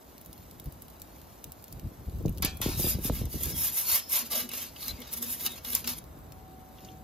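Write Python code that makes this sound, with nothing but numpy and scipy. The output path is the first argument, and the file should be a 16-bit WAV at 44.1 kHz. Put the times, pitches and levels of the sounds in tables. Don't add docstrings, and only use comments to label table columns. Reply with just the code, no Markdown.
import sys
import numpy as np
from scipy import signal
from scipy.fft import rfft, irfft, dct, next_fast_len
from scipy.io import wavfile
from scipy.ndimage import uniform_filter1d

SR = 44100
rng = np.random.default_rng(int(sys.argv[2]) if len(sys.argv) > 2 else 0)


def unload_audio(sound):
    columns = np.transpose(np.atleast_2d(sound))
    steps = np.round(np.clip(columns, -1, 1) * 32767)
    wavfile.write(sys.argv[1], SR, steps.astype(np.int16))


def rack_gain(trim_db):
    fader = np.asarray(trim_db, float)
    return 10 ** (fader / 20)


N = 310023


def rms_one(x):
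    return x / np.sqrt(np.mean(x ** 2) + 1e-20)


def in_time(rows, outside_db=None):
    s, *columns = np.transpose(rows)
    return [np.interp(np.arange(N) / SR, s, c, outside_db, outside_db) for c in columns]


def colour(x, points):
    hz, level_db = np.transpose(points)
    bins = np.arange(N // 2 + 1) * SR / N + 1
    gain = rack_gain(np.interp(np.log(bins), np.log(hz), level_db, -90, -90))
    return rms_one(irfft(rfft(x) * gain, N))


def drift(rate_hz):
    r = np.exp(-64 * np.pi * rate_hz / SR)
    noise = rng.standard_normal(N // 32 + 2002)
    slow = signal.lfilter([1], [1, -2 * r, r * r], noise)[2000:]
    return np.interp(np.arange(N) / 32, np.arange(len(slow)), rms_one(slow))


def ring(x, hz, t60):
    r, w = rack_gain(-60 / (t60 * SR)), 2 * np.pi * hz / SR
    return signal.lfilter([0, np.sin(w)], [1, -2 * r * np.cos(w), r * r], x + 1e-18)


def band(x, low_hz, high_hz):
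    return signal.sosfilt(signal.butter(2, [low_hz, min(high_hz, .45 * SR)], "band", fs=SR, output="sos"), x)


def bursts(times, levels_db, t60s, rises):
    out, t = np.zeros(N), np.arange(SR // 4) / SR
    for s, level_db, t60, rise in np.broadcast(times, levels_db, t60s, np.maximum(rises, 1e-4)):
        i = round(s * SR)
        fall = rack_gain(level_db - 60 * np.maximum(t - rise, 0) / max(t60, .002))
        shape = fall * np.minimum(t / rise, 1) ** 2
        out[i:i + len(t)] += shape[:N - i]
    return out


def swells(rows, power):
    out = np.zeros(N)
    for s, rise, fall, level_db in rows:
        i = np.arange(max(round((s - rise) * SR), 0), min(round((s + fall) * SR), N))
        away = np.where(i < s * SR, (s - i / SR) / rise, (i / SR - s) / fall)
        out[i] += rack_gain(level_db) * np.cos(np.pi / 2 * np.clip(away, 0, 1)) ** power
    return out


def grains(per_s, spread_db):
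    sizes = rack_gain(spread_db * np.minimum(rng.exponential(1, N), 5)) * rng.choice([-1, 1], N)
    return sizes * (rng.random(N) < per_s / SR)


def sheet(force, modes, wander_db):
    return sum(ring(force * rack_gain(level_db + wander_db * drift(1.8)), hz, t60) * (-1) ** k
               for k, (hz, level_db, t60) in enumerate(modes))


# f/Hz, level/dB, time to fade by 60 dB [s]
SHEET_MODES = [(632, -12, .18), (764, -15, .16), (1071, -19, .25), (1400, -16, .35), (1723, -15, .22),
               (2207, -20, .15), (2392, -20, .2), (2572, -11, .3), (2840, -12, .12), (3058, -13, .12),
               (3312, -8, .28), (3494, -13, .18), (3850, -14, .08), (4088, -10, .12), (4420, -13, .15),
               (4865, -15, .09), (5322, -8, .16), (5920, -12, .13), (6400, -11, .12)]
# f/Hz, level/dB per Hz
BODY_COLOUR = [(250, -37), (500, -7), (1000, -6), (1600, -4), (2400, -4), (3500, -0.5), (5300, -1.5),
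               (8000, -6)]
# f/Hz, level/dB per Hz
GRIT_COLOUR = [(5000, -10.5), (7500, -8), (10000, 0.5), (11500, -0.5), (13200, 1), (14300, -6.5),
               (15000, -9), (16000, -14), (17500, -58)]


def peel():
    (grit, pressure), (crack, rattle) = scrape(), taps()
    hiss = (grit + crack) * colour(grains(9000, spread_db=2.0), GRIT_COLOUR)
    friction = grains(4000, spread_db=2.6)
    loaded_db = in_time([(2.6, 5), (3.6, -1), (4.1, -6), (4.6, -8), (5.4, -11)])[0]
    rubbing = rack_gain(-3.0) * (pressure + rattle) * colour(friction, BODY_COLOUR)
    body = dense_modes(rubbing, friction, 0.45 * loaded_db)
    drive = rack_gain(-43) * pressure + rack_gain(-42) * rattle
    force = rack_gain(loaded_db) * drive * rms_one(grains(3000, spread_db=3.5))
    ringing = sheet(force, SHEET_MODES, wander_db=3.5)
    return patchy(hiss, 7000, 16000, patch_db=1.0) + patchy(body, 600, 7440, patch_db=1.0) + ringing


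# fastest moment t/s, speeding up [s], slowing [s], grit hiss level/dB,
# sheet body level/dB relative to the hiss
PUSHES = [(2.425, 0.0086, 0.13, -48, 0), (2.624, 0.021, 0.11, -38.5, 0), (2.703, 0.071, 0.078, -41, -2),
          (2.859, 0.17, 0.15, -31.5, -11.5), (3.063, 0.079, 0.048, -34.5, -10),
          (3.155, 0.063, 0.11, -39, -8), (3.327, 0.061, 0.23, -43.5, -9.5), (3.443, 0.094, 0.18, -39, -9.5),
          (3.59, 0.081, 0.062, -37.5, -11.5), (3.645, 0.098, 0.086, -30.5, -12),
          (3.69, 0.057, 0.024, -35, -9), (3.765, 0.08, 0.064, -32, -11), (3.805, 0.05, 0.053, -33.5, -14),
          (3.915, 0.11, 0.13, -24, -8.5), (3.96, 0.032, 0.012, -35, -5), (4.128, 0.057, 0.045, -31.5, -7.5),
          (4.165, 0.057, 0.096, -28.5, -5), (4.257, 0.015, 0.034, -42.5, -5),
          (4.325, 0.036, 0.061, -35, -4), (4.37, 0.058, 0.11, -31.5, -4), (4.55, 0.056, 0.088, -39, -3.5),
          (4.625, 0.099, 0.09, -40, -3.5), (4.892, 0.18, 0.048, -41, -6.5)]
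DRAWS = [(5.012, 0.4, 0.47, -64, 9), (5.143, 0.047, 0.017, -39, -11), (5.173, 0.027, 0.047, -37.5, -10.5),
         (5.23, 0.029, 0.036, -34.5, -11.5), (5.318, 0.11, 0.077, -36, -9),
         (5.451, 0.11, 0.037, -35.5, -5.5), (5.52, 0.068, 0.065, -45, -4),
         (5.582, 0.056, 0.021, -48.5, 1.5), (5.657, 0.044, 0.11, -50.5, -10), (5.741, 0.13, 0.12, -36, -5),
         (5.893, 0.063, 0.078, -36, -3), (5.981, 0.043, 0.015, -46, -6), (6.84, 0.18, 0.16, -65.5, 5.5)]


def scrape():
    strokes = PUSHES + DRAWS
    hiss = swells([row[:4] for row in strokes], power=2.7)
    body_rows = [(s, rise, fall, hiss_db + body_db) for s, rise, fall, hiss_db, body_db in strokes]
    body = swells(body_rows, power=2.4)
    hiss, body = creeping(hiss), creeping(body)
    judder_db = 1.5 * drift(18.4) + 1.2 * drift(70)
    return hiss * rack_gain(judder_db + 1.3), body * rack_gain(judder_db - 0.08 + 0.51 * drift(28))


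def creeping(x):
    drag_db, drag_s = -21.5, 0.067
    step = 1 / (drag_s * SR)
    return x + rack_gain(drag_db) * signal.lfilter([step], [1, step - 1], x + 1e-18)


# t/s, peak level/dB, rattle level/dB relative, rattle time to fade by 60 dB [s]
TAPS = [(2.423, -18, -7.5, 0.04), (2.428, -21.5, -9, 0.03), (2.4483, -12.5, -12.5, 0.031),
        (2.457, -20.5, -13, 0.035), (2.616, -12.5, -14.5, 0.015), (2.989, -35, -6, 0.015),
        (3.254, -27.5, -18, 0.03), (3.434, -20, -22, 0.035), (3.441, -23, -20, 0.04),
        (3.456, -24, -16, 0.04), (3.47, -30.5, -13, 0.03), (4.0954, -28, -40, 0.063),
        (4.13, -27, -12, 0.024), (4.4906, -26, -7.5, 0.02), (4.515, -32.5, -2, 0.04),
        (4.5345, -32, -5.5, 0.033), (4.76, -44, 6.5, 0.03), (4.881, -21, -5, 0.012),
        (5.018, -31.5, -2.5, 0.017), (5.0713, -40, -9, 0.24), (5.129, -30, -19, 0.044),
        (5.1347, -26, -36, 0.082), (5.2254, -20, -12, 0.036), (5.284, -37, -9.5, 0.028),
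        (5.3974, -38, -9, 0.03), (5.456, -24, -9, 0.03), (5.4628, -9.5, -16, 0.022),
        (5.472, -22, -14, 0.04), (5.6477, -27, -3, 0.022), (5.7504, -6, -20.5, 0.03),
        (5.76, -23, -11, 0.034), (5.8433, -26.5, -3, 0.031), (5.876, -20.5, -7, 0.026),
        (5.986, -33, -12, 0.014)]


def taps():
    rise_s = 0.0037
    s, peak_db, rattle_db, t60 = np.transpose(TAPS)
    start = s - rise_s + 0.0012
    crack = bursts(start, peak_db - 6.0, 0.23 * t60, rise_s)
    rattle = bursts(start, peak_db + rattle_db - 4.0, t60, rise_s)
    return crack, rattle


def dense_modes(x, noise, free_db):
    t60_s, level_db = 0.18, 1
    answer = noise[:SR // 4] * rack_gain(-60 * np.arange(SR // 4) / SR / t60_s)
    answer = answer / np.sqrt(np.sum(answer ** 2))
    return x + rack_gain(level_db) * signal.fftconvolve(x * rack_gain(free_db), answer)[:N]


def patchy(x, low_hz, high_hz, patch_db):
    edges = np.geomspace(low_hz, high_hz, num=9)
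    return x + sum((rack_gain(patch_db * drift(6.3)) - 1) * band(x, low, high) for low, high in zip(edges, edges[1:]))


# f/Hz, half width [Hz]
STILL = [(2400, 35), (2990, 45), (3520, 45), (4150, 40), (5560, 30), (6120, 70)]
# t/s, depth [0-1]
STILL_SHARE = [(2.65, 0), (2.75, .9), (3.9, .9), (4.1, .3), (6, .15)]


def notched(x):
    depth, t = in_time(STILL_SHARE)[0], np.arange(N) / SR
    for k, (hz, half_hz) in enumerate(STILL):
        sway = np.clip(.8 + .5 * np.sin(2 * np.pi * (1.9 + .6 * k) * t + k), 0, 1)
        x = x - depth * sway * band(x, hz - half_hz, hz + half_hz)
    return x


# t/s, length [s], f/Hz, level/dB
SINGING = [(2.725, 0.17, 3800, -47.5), (3.15, 0.048, 3230, -66), (3.497, 0.11, 5380, -50),
           (3.516, 0.19, 3290, -51.5), (3.85, 0.12, 4410, -41), (3.56, 0.078, 5330, -50),
           (4.6, 0.056, 3200, -48), (2.84, 0.036, 3500, -43), (3.3, .1, 4600, -53),
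           (2.817, 0.077, 4840, -41.5), (4, 0.13, 5320, -50), (4.13, 0.064, 4000, -47),
           (2.79, 0.1, 5300, -48), (2.9, 0.057, 4950, -44), (3.03, 0.055, 5200, -48),
           (4.313, 0.088, 630, -45.5), (4.884, 0.035, 4090, -38), (4.784, 0.1, 4280, -46),
           (5.5, .055, 3720, -46), (4.5, 0.023, 2580, -47), (4.97, .07, 2200, -58),
           (5.727, 0.022, 3380, -40)]


def singing():
    out, t, noise = np.zeros(N), np.arange(N) / SR, rng.standard_normal(N)
    for s, length, hz, level_db in SINGING:
        swell = np.sin(np.pi * np.clip((t - s) / length, 0, 1)) ** .5
        out += rack_gain(level_db) * swell * rms_one(ring(noise, hz, t60=0.03))
    return out


# t/s, level/dB
LANDINGS = [
    (2.4227, -47),
    (2.449, -46),
    (2.616, -49),
]
# f/Hz, level/dB, time to fade by 60 dB [s]
FREE_SHEET = [(762, -3, .4), (949, -2, .14), (1069, -14, .6), (1398, -7, .7), (1567, -10, .45),
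              (1723, -2, .25), (1960, -4, .12), (2207, -10, .4), (2390, -6.5, .55), (2546, -6, .5),
              (3058, -5, .14), (3321, -1, .7), (3490, -9, .3), (3669, -4, .11), (4151, -3, .12)]


def clang():
    force = np.zeros(N)
    for s, level_db in LANDINGS:
        force[round(s * SR)] = rack_gain(level_db)
    return sum(ring(force * rack_gain(level_db), hz, t60) * (-1) ** k
               for k, (hz, level_db, t60) in enumerate(FREE_SHEET))


# t/s, half length [s], level/dB
FLEX = [(4.241, 0.051, -49.5), (4.385, 0.085, -48), (4.455, 0.063, -47.5), (4.55, 0.052, -49),
        (4.645, 0.037, -55.5), (4.888, 0.03, -53), (5.013, 0.034, -48), (5.248, 0.16, -50.5),
        (5.47, 0.09, -48.5), (5.713, 0.093, -48.5), (5.886, 0.071, -47)]
# f/Hz, level/dB, time to fade by 60 dB [s]
FLEX_MODES = [(229, 1, 0.11), (245.4, -1, 0.19), (360, -16, 0.24), (483, -12, 0.28)]


def flex():
    boom = rms_one(sheet(rng.standard_normal(N), FLEX_MODES, wander_db=0.5))
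    return rack_gain(2.0) * swells([(s, half, half, db) for s, half, db in FLEX], power=1.43) * boom


# t/s, peak level/dB, f/Hz
KNOCKS = [(2.283, -42, 2720), (2.384, -46, 3100), (4.762, -34, 2950), (5.02, -38, 3230),
          (5.732, -38.5, 3430), (5.805, -42, 2580), (5.464, -23, 4820), (5.751, -21, 5560),
          (5.877, -24, 5030), (6.7841, -44, 3160), (6.786, -52, 2290), (6.848, -47, 6250),
          (6.85, -54, 3170), (6.8859, -39.5, 3200), (6.971, -52, 6750)]
KNOCK_CLUSTER = (.89, 1, 1.07)


def knocks():
    t60_s, rise_s = .026, .001
    out, t = np.zeros(N), np.arange(SR // 20) / SR
    shape = np.minimum(t / rise_s, 1) * rack_gain(-60 * t / t60_s)
    for s, peak_db, hz in KNOCKS:
        i = round(s * SR)
        tones = sum(np.sin(2 * np.pi * hz * ratio * t) for ratio in KNOCK_CLUSTER) / 2
        out[i:i + len(t)] += (rack_gain(peak_db) * shape * tones)[:N - i]
    return out


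# t/s, peak level/dB
METAL_TICKS = [(0.18, -35.5), (0.2125, -32), (0.2483, -41), (0.26, -35), (0.378, -39), (0.5107, -33.5),
               (0.642, -38), (0.6575, -37), (0.723, -37), (0.882, -36), (0.901, -38), (0.998, -38.5),
               (1.0178, -28.5), (1.2154, -38), (1.4414, -26), (1.5197, -29.5), (1.6242, -40), (1.6805, -37),
               (1.7957, -33.5), (2.097, -40)]
# t/s, peak level/dB, dull part level/dB
CRUST_CLICKS = [(0.329, -32, -9), (0.598, -31, -7.5), (0.8204, -29, -31), (1.6408, -31.5, -15),
                (1.725, -29, -15), (4.317, -36, -10), (2.2584, -31.5, -6.5), (2.281, -35, -4),
                (2.293, -28.5, -19), (2.374, -33, -9), (2.421, -30, -19), (2.571, -29, -20),
                (6.04, -38.5, -11), (6.1885, -44, -31), (6.321, -34.5, -7), (6.785, -48, -11),
                (6.8054, -44, -4), (6.848, -44, 0.5), (6.8872, -50, -8), (6.918, -51, 1),
                (2.1614, -42, -20), (2.186, -41, -14), (2.226, -44, -20), (2.3253, -39, -20),
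                (2.382, -32, -7), (4.098, -32, -15), (4.688, -38, -20), (5.003, -31, -16),
                (5.1712, -25, -10.5), (5.3034, -22, -12), (5.4086, -25, -11), (5.703, -21, -13),
                (5.733, -24, -9), (5.8738, -17.5, -7)]


def ticks():
    metal_dull_db = -11.5
    s, peak_db, dull_db = np.transpose([(s, db, metal_dull_db) for s, db in METAL_TICKS] + CRUST_CLICKS)
    sharp_noise = rms_one(band(rng.standard_normal(N), 8600, 15700))
    dull_noise = rms_one(band(rng.standard_normal(N), 2800, 8600))
    top = bursts(s, peak_db - 3.5, 0.0069, 0.00068) * sharp_noise
    dull = bursts(s, peak_db + dull_db - .1, 0.0088, 0.00039) * dull_noise
    return top + dull


# t/s, low murmur level/dB, flame hiss level/dB
AIR = [(0, -58, -59.5), (1, -56, -59), (2.4, -56.5, -60), (4, -56, -53), (6, -55, -61.5), (7.03, -57, -62)]
# f/Hz, level/dB per Hz
FLAME_HISS = [(900, -60), (2000, -8), (4000, -7), (7000, -7.5), (10000, -5.5), (13000, -2), (15000, -6.5),
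              (17000, -51)]


def flame():
    flicker_db = .7 * drift(9)
    hz, width_hz, level_db = 7980, 140, -74.5
    hiss = rack_gain(in_time(AIR)[1] + 0.5 + flicker_db) * colour(grains(12000, spread_db=3.5), FLAME_HISS)
    whistle = rms_one(band(rng.standard_normal(N), hz - width_hz / 2, hz + width_hz / 2))
    return hiss, rack_gain(level_db) * whistle


def oven(x, size):
    t60_s, t = 0.034, np.arange(SR // 8) / SR
    echoes = rng.standard_normal((4, 2, len(t))) * rack_gain(-60 * t / t60_s) * (t > .0006)
    echoes /= np.sqrt(np.sum(echoes ** 2, axis=2, keepdims=True))
    shares = np.array([drift(9) for pattern in echoes])
    shares /= np.sqrt(np.sum(shares ** 2, axis=0))
    return np.sum(rfft(x * shares, size)[:, None] * rfft(echoes, size), axis=0)


# f/Hz, left lag [rad], direct share [0-1], left minus right level/dB
PORTS = [(99.5, -1, 0.99, -2.5), (706, 0.42, 0.79, 3), (1680, -1, 0.12, 3.5), (2000, -0.5, 0.78, 0.5),
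         (4130, 0.3, 0.65, 1.5), (5380, 1.32, 0.6, 1.5), (5700, 1.94, 0.8, -1.5), (6940, 1.17, 0.54, 0),
         (7570, 2.5, 0.73, 1.2), (8550, 3.1, 0.89, 1.1), (9440, 3.5, 0.8, -1.2), (11300, 4.5, 0.6, 1),
         (12360, 5.5, 0.7, -1.5), (13260, 6, 0.9, 0.6), (17100, 7.5, 0.9, -1)]


def ports(x):
    size = next_fast_len(N + SR // 4)
    hz, *columns = np.transpose(PORTS)
    lag, direct, pan_db = [np.interp(np.arange(size // 2 + 1) * SR / size, hz, c) for c in columns]
    direct = np.clip(direct, 0, 1)
    straight = np.sqrt(direct) * np.exp(-1j * lag * [[1], [0]]) * rfft(x, size)
    heard = straight + np.sqrt(1 - direct) * oven(x, size)
    return irfft(heard * rack_gain(pan_db * np.array([[.5], [-.5]])), size)[:, :N]


# t/s, rumble level/dB
BREEZE = [
    (0, -63.5),
    (.6, -54),
    (1.6, -58.5),
    (2.5, -51.5),
    (3.0, -58),
    (3.55, -38),
    (3.7, -59),
    (4.4, -57.5),
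    (6.2, -51.5),
    (7.03, -55),
]
# t/s, half length [s], level/dB
LUMPS = [(0.08, 0.063, -63), (0.297, 0.05, -50.5), (0.412, 0.038, -67), (0.675, 0.024, -36.5),
         (0.758, 0.058, -62), (0.897, 0.026, -60.5), (1.477, 0.036, -46.5), (1.61, 0.029, -61),
         (1.762, 0.068, -48.5), (1.857, 0.047, -38.5), (2.008, 0.045, -48.5), (2.084, 0.022, -37),
         (2.177, 0.078, -36.5), (2.278, 0.062, -29.5), (2.416, 0.12, -38.5), (2.645, 0.17, -42.5),
         (2.8, 0.13, -37.5), (2.952, 0.13, -38.5), (3.117, 0.083, -33.5), (3.226, 0.074, -35.5),
         (3.359, 0.027, -28.5), (3.472, 0.036, -44.5), (3.724, 0.042, -51), (3.94, 0.03, -58),
         (4.12, 0.036, -64.5), (4.392, 0.042, -59), (4.923, 0.052, -43.5), (6.96, 0.18, -57)]
# f/Hz, level/dB per Hz
RUMBLE = [(12, -56), (26, -34), (48, 0), (66, 4), (102, -1.5), (145, -4.5), (177, -5.5), (400, -25.5),
          (520, -47), (880, -120)]
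# t/s, peak level/dB, first cycle [ms]
BUFFETS = [(1.911, -42, 0.96), (2.077, -33, 2.1), (2.205, -30.5, 1.6), (2.251, -15, 1.57),
           (2.399, -29, 1.66), (2.425, -43, 1.3), (2.443, -24.5, 1.58), (2.601, -29.5, 0.99),
           (2.659, -19, 1.22), (2.684, -24.5, 1.3), (2.794, -24, 1.06), (2.841, -22, 1.42),
           (2.866, -24, 1.2), (2.947, -33, 1.2), (2.984, -25.5, 1.48), (3.049, -24.5, 1.55),
           (3.096, -17.5, 0.74), (3.214, -23, 1.5), (3.238, -31.5, 1.53), (3.269, -41, 0.86),
           (3.34, -30, 1.37), (3.369, -46, 1.7), (3.406, -32.5, 1.4), (3.455, -33.5, 1.2),
           (3.503, -31, 1.3), (4.333, -45, 0.61)]


def wind():
    calm_db, under_rumble_db, trail_db, trail_t60_s = -59, -19, -11, 0.072
    gust = rack_gain(in_time(BREEZE)[0]) + swells([(s, half, half, db) for s, half, db in LUMPS], power=1.57)
    s, peak_db, cycle_ms = np.transpose(BUFFETS)
    trails = bursts(s, peak_db + trail_db, trail_t60_s, 0.0039)
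    shared, own = rng.standard_normal((2, N))
    pressure = evened(colour(shared + 0.24 * own * [[1], [-1]], RUMBLE), span_s=0.035, share=0.3)
    rumble = gust * rack_gain(0.5 + 2.05 * drift(14.6)) * pressure
    eddies, stray = [band(signal.fftconvolve(grains(350, spread_db=2.1), puff(1.6))[:N], 222, 645)
                     for port in range(2)]
    flutter = rack_gain(calm_db) + rack_gain(under_rumble_db) * gust + trails
    return rumble + flutter * rms_one(eddies + 0.31 * stray * [[1], [-1]]) + puffs() * rack_gain([[.6], [-.6]])


def evened(x, span_s, share):
    level = np.sqrt(uniform_filter1d(np.mean(x ** 2, axis=0), int(span_s * SR)) + 1e-9)
    return rms_one(x / level ** share)


def puffs():
    out = np.zeros(N)
    for s, peak_db, cycle_ms in BUFFETS:
        i = round((s + 0.0017) * SR)
        out[i:i + SR // 8] += rack_gain(peak_db - 3) * puff(cycle_ms)
    return out


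def puff(cycle_ms):
    t = np.arange(SR // 8) / SR
    cycles = np.log(1 + 1400 * t / cycle_ms) / np.log(2.4)
    onset = 1 - np.exp(-(1300 * t / cycle_ms) ** 2)
    return rack_gain(-420 * t) * onset * np.sin(2 * np.pi * cycles)


# f/Hz, level/dB per Hz
AIR_LOW = [(59, -25), (100, -7), (409, -10.5), (609, -2.5), (683, -4), (895, -6), (1880, -18),
           (3000, -31.5), (3900, -23), (6600, -120)]


def air():
    low_db = in_time(AIR)[0]
    shared, own = rng.standard_normal((2, N))
    return rack_gain(low_db + 0.23 * drift(5.9)) * colour(shared + 0.99 * own * [[1], [-1]], AIR_LOW)


# t/s, level/dB
HUM = [
    (6.1, -72),
    (6.18, -69.5),
    (6.4, -61),
    (6.7, -59.5),
    (7.03, -55),
]


def hum():
    phase = 2 * np.pi * 754 * np.arange(N) / SR + 0.24 * drift(3.7)
    level = rack_gain(in_time(HUM, outside_db=-120)[0] + 3.5 + 1.9 * drift(4.4))
    return level * np.sin(phase) * rack_gain([[1.5], [-1.5]])


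def scene():
    sounds = notched(peel()) + singing() + flex() + ticks() + clang() + knocks()
    hiss, whistle = flame()
    return ports(sounds + hiss) + whistle * np.array([[1.6], [-.5]]) + wind() + air() + hum()


# f/Hz, level/dB
DEAD_ZONE = [(200, -26), (800, -22), (1600, -12), (2500, -9), (6000, -9), (8500, -13), (11000, -15),
             (13000, -17), (14000, -11), (15500, -5)]
# t/s, extra margin level/dB
SPARE_MARGIN = [(2.38, 0), (2.42, 6), (2.88, 5), (2.95, 0)]


def joint_stereo(x, mask_db, floor_hz):
    first = 659
    top_hz, top_spread_hz = 15650, 380
    slope = np.cumsum(np.kaiser(1025, 4 * np.pi))
    slope = np.sqrt(slope[:-1] / slope[-1])
    padding = [(0, 0), (1024 - first + 1024, 4096 - (N - first) % 1024)]
    halves = np.pad([x[0] + x[1], x[0] - x[1]], padding).reshape(2, -1, 1024)
    early, late = halves[:, :-1] * slope, halves[:, 1:] * slope[::-1]
    fold = [-late[..., 511::-1] - late[..., 512:], early[..., :512] - early[..., :511:-1]]
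    bands = dct(np.concatenate(fold, axis=2), type=4, norm="ortho").reshape(2, -1, 64, 16)

    now = np.mean(bands ** 2, axis=3, keepdims=True)
    power = uniform_filter1d(now, size=3, axis=1)
    hz = (np.arange(64)[:, None] + .5) * SR / 128
    treble = np.sum(bands[:, :, 25:] ** 2, axis=(0, 2, 3))[:, None, None]
    steady = treble < 4.5 * np.roll(treble, 1, axis=0)
    dead_db = np.interp(hz, *np.transpose(DEAD_ZONE))
    faint = bands ** 2 < np.minimum(power, now * 2).max(axis=0) * rack_gain(2 * dead_db)

    margin_db = mask_db + 1 * rng.standard_normal(treble.shape)
    frame_s = np.arange(len(treble)) * 1024 / SR
    margin_db += np.interp(frame_s, *np.transpose(SPARE_MARGIN))[:, None, None]
    wander = np.sqrt(2) * uniform_filter1d(rng.standard_normal(treble.shape), size=2, axis=0)
    too_high = hz > top_hz + top_spread_hz * wander
    masked = (hz > floor_hz) & (power < power[::-1] * rack_gain(-2 * margin_db)) | too_high

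    kept = dct((bands * ~(steady & (faint | masked))).reshape(2, -1, 1024), type=4, norm="ortho")
    tail, head = kept[..., :512], kept[..., 512:]
    rising = np.concatenate([head, -head[..., ::-1]], axis=2)[:, 1:] * slope
    falling = np.concatenate([tail[..., ::-1], tail], axis=2)[:, :-1] * slope[::-1]
    mid, side = (rising - falling).reshape(2, -1)[:, 1024 - first:1024 - first + N]
    return np.array([mid + side, mid - side]) / 2


def top_cut(x):
    return signal.sosfilt(signal.butter(12, 16990, fs=SR, output="sos"), x)


def record(dry):
    steep = signal.cheby2(12, 40, 15950 + 200, fs=SR, output="sos")
    mix = joint_stereo(signal.sosfilt(steep, dry), mask_db=7.4, floor_hz=1910)
    return top_cut(mix)


dry = scene()
out = record(dry)
unload_audio(out)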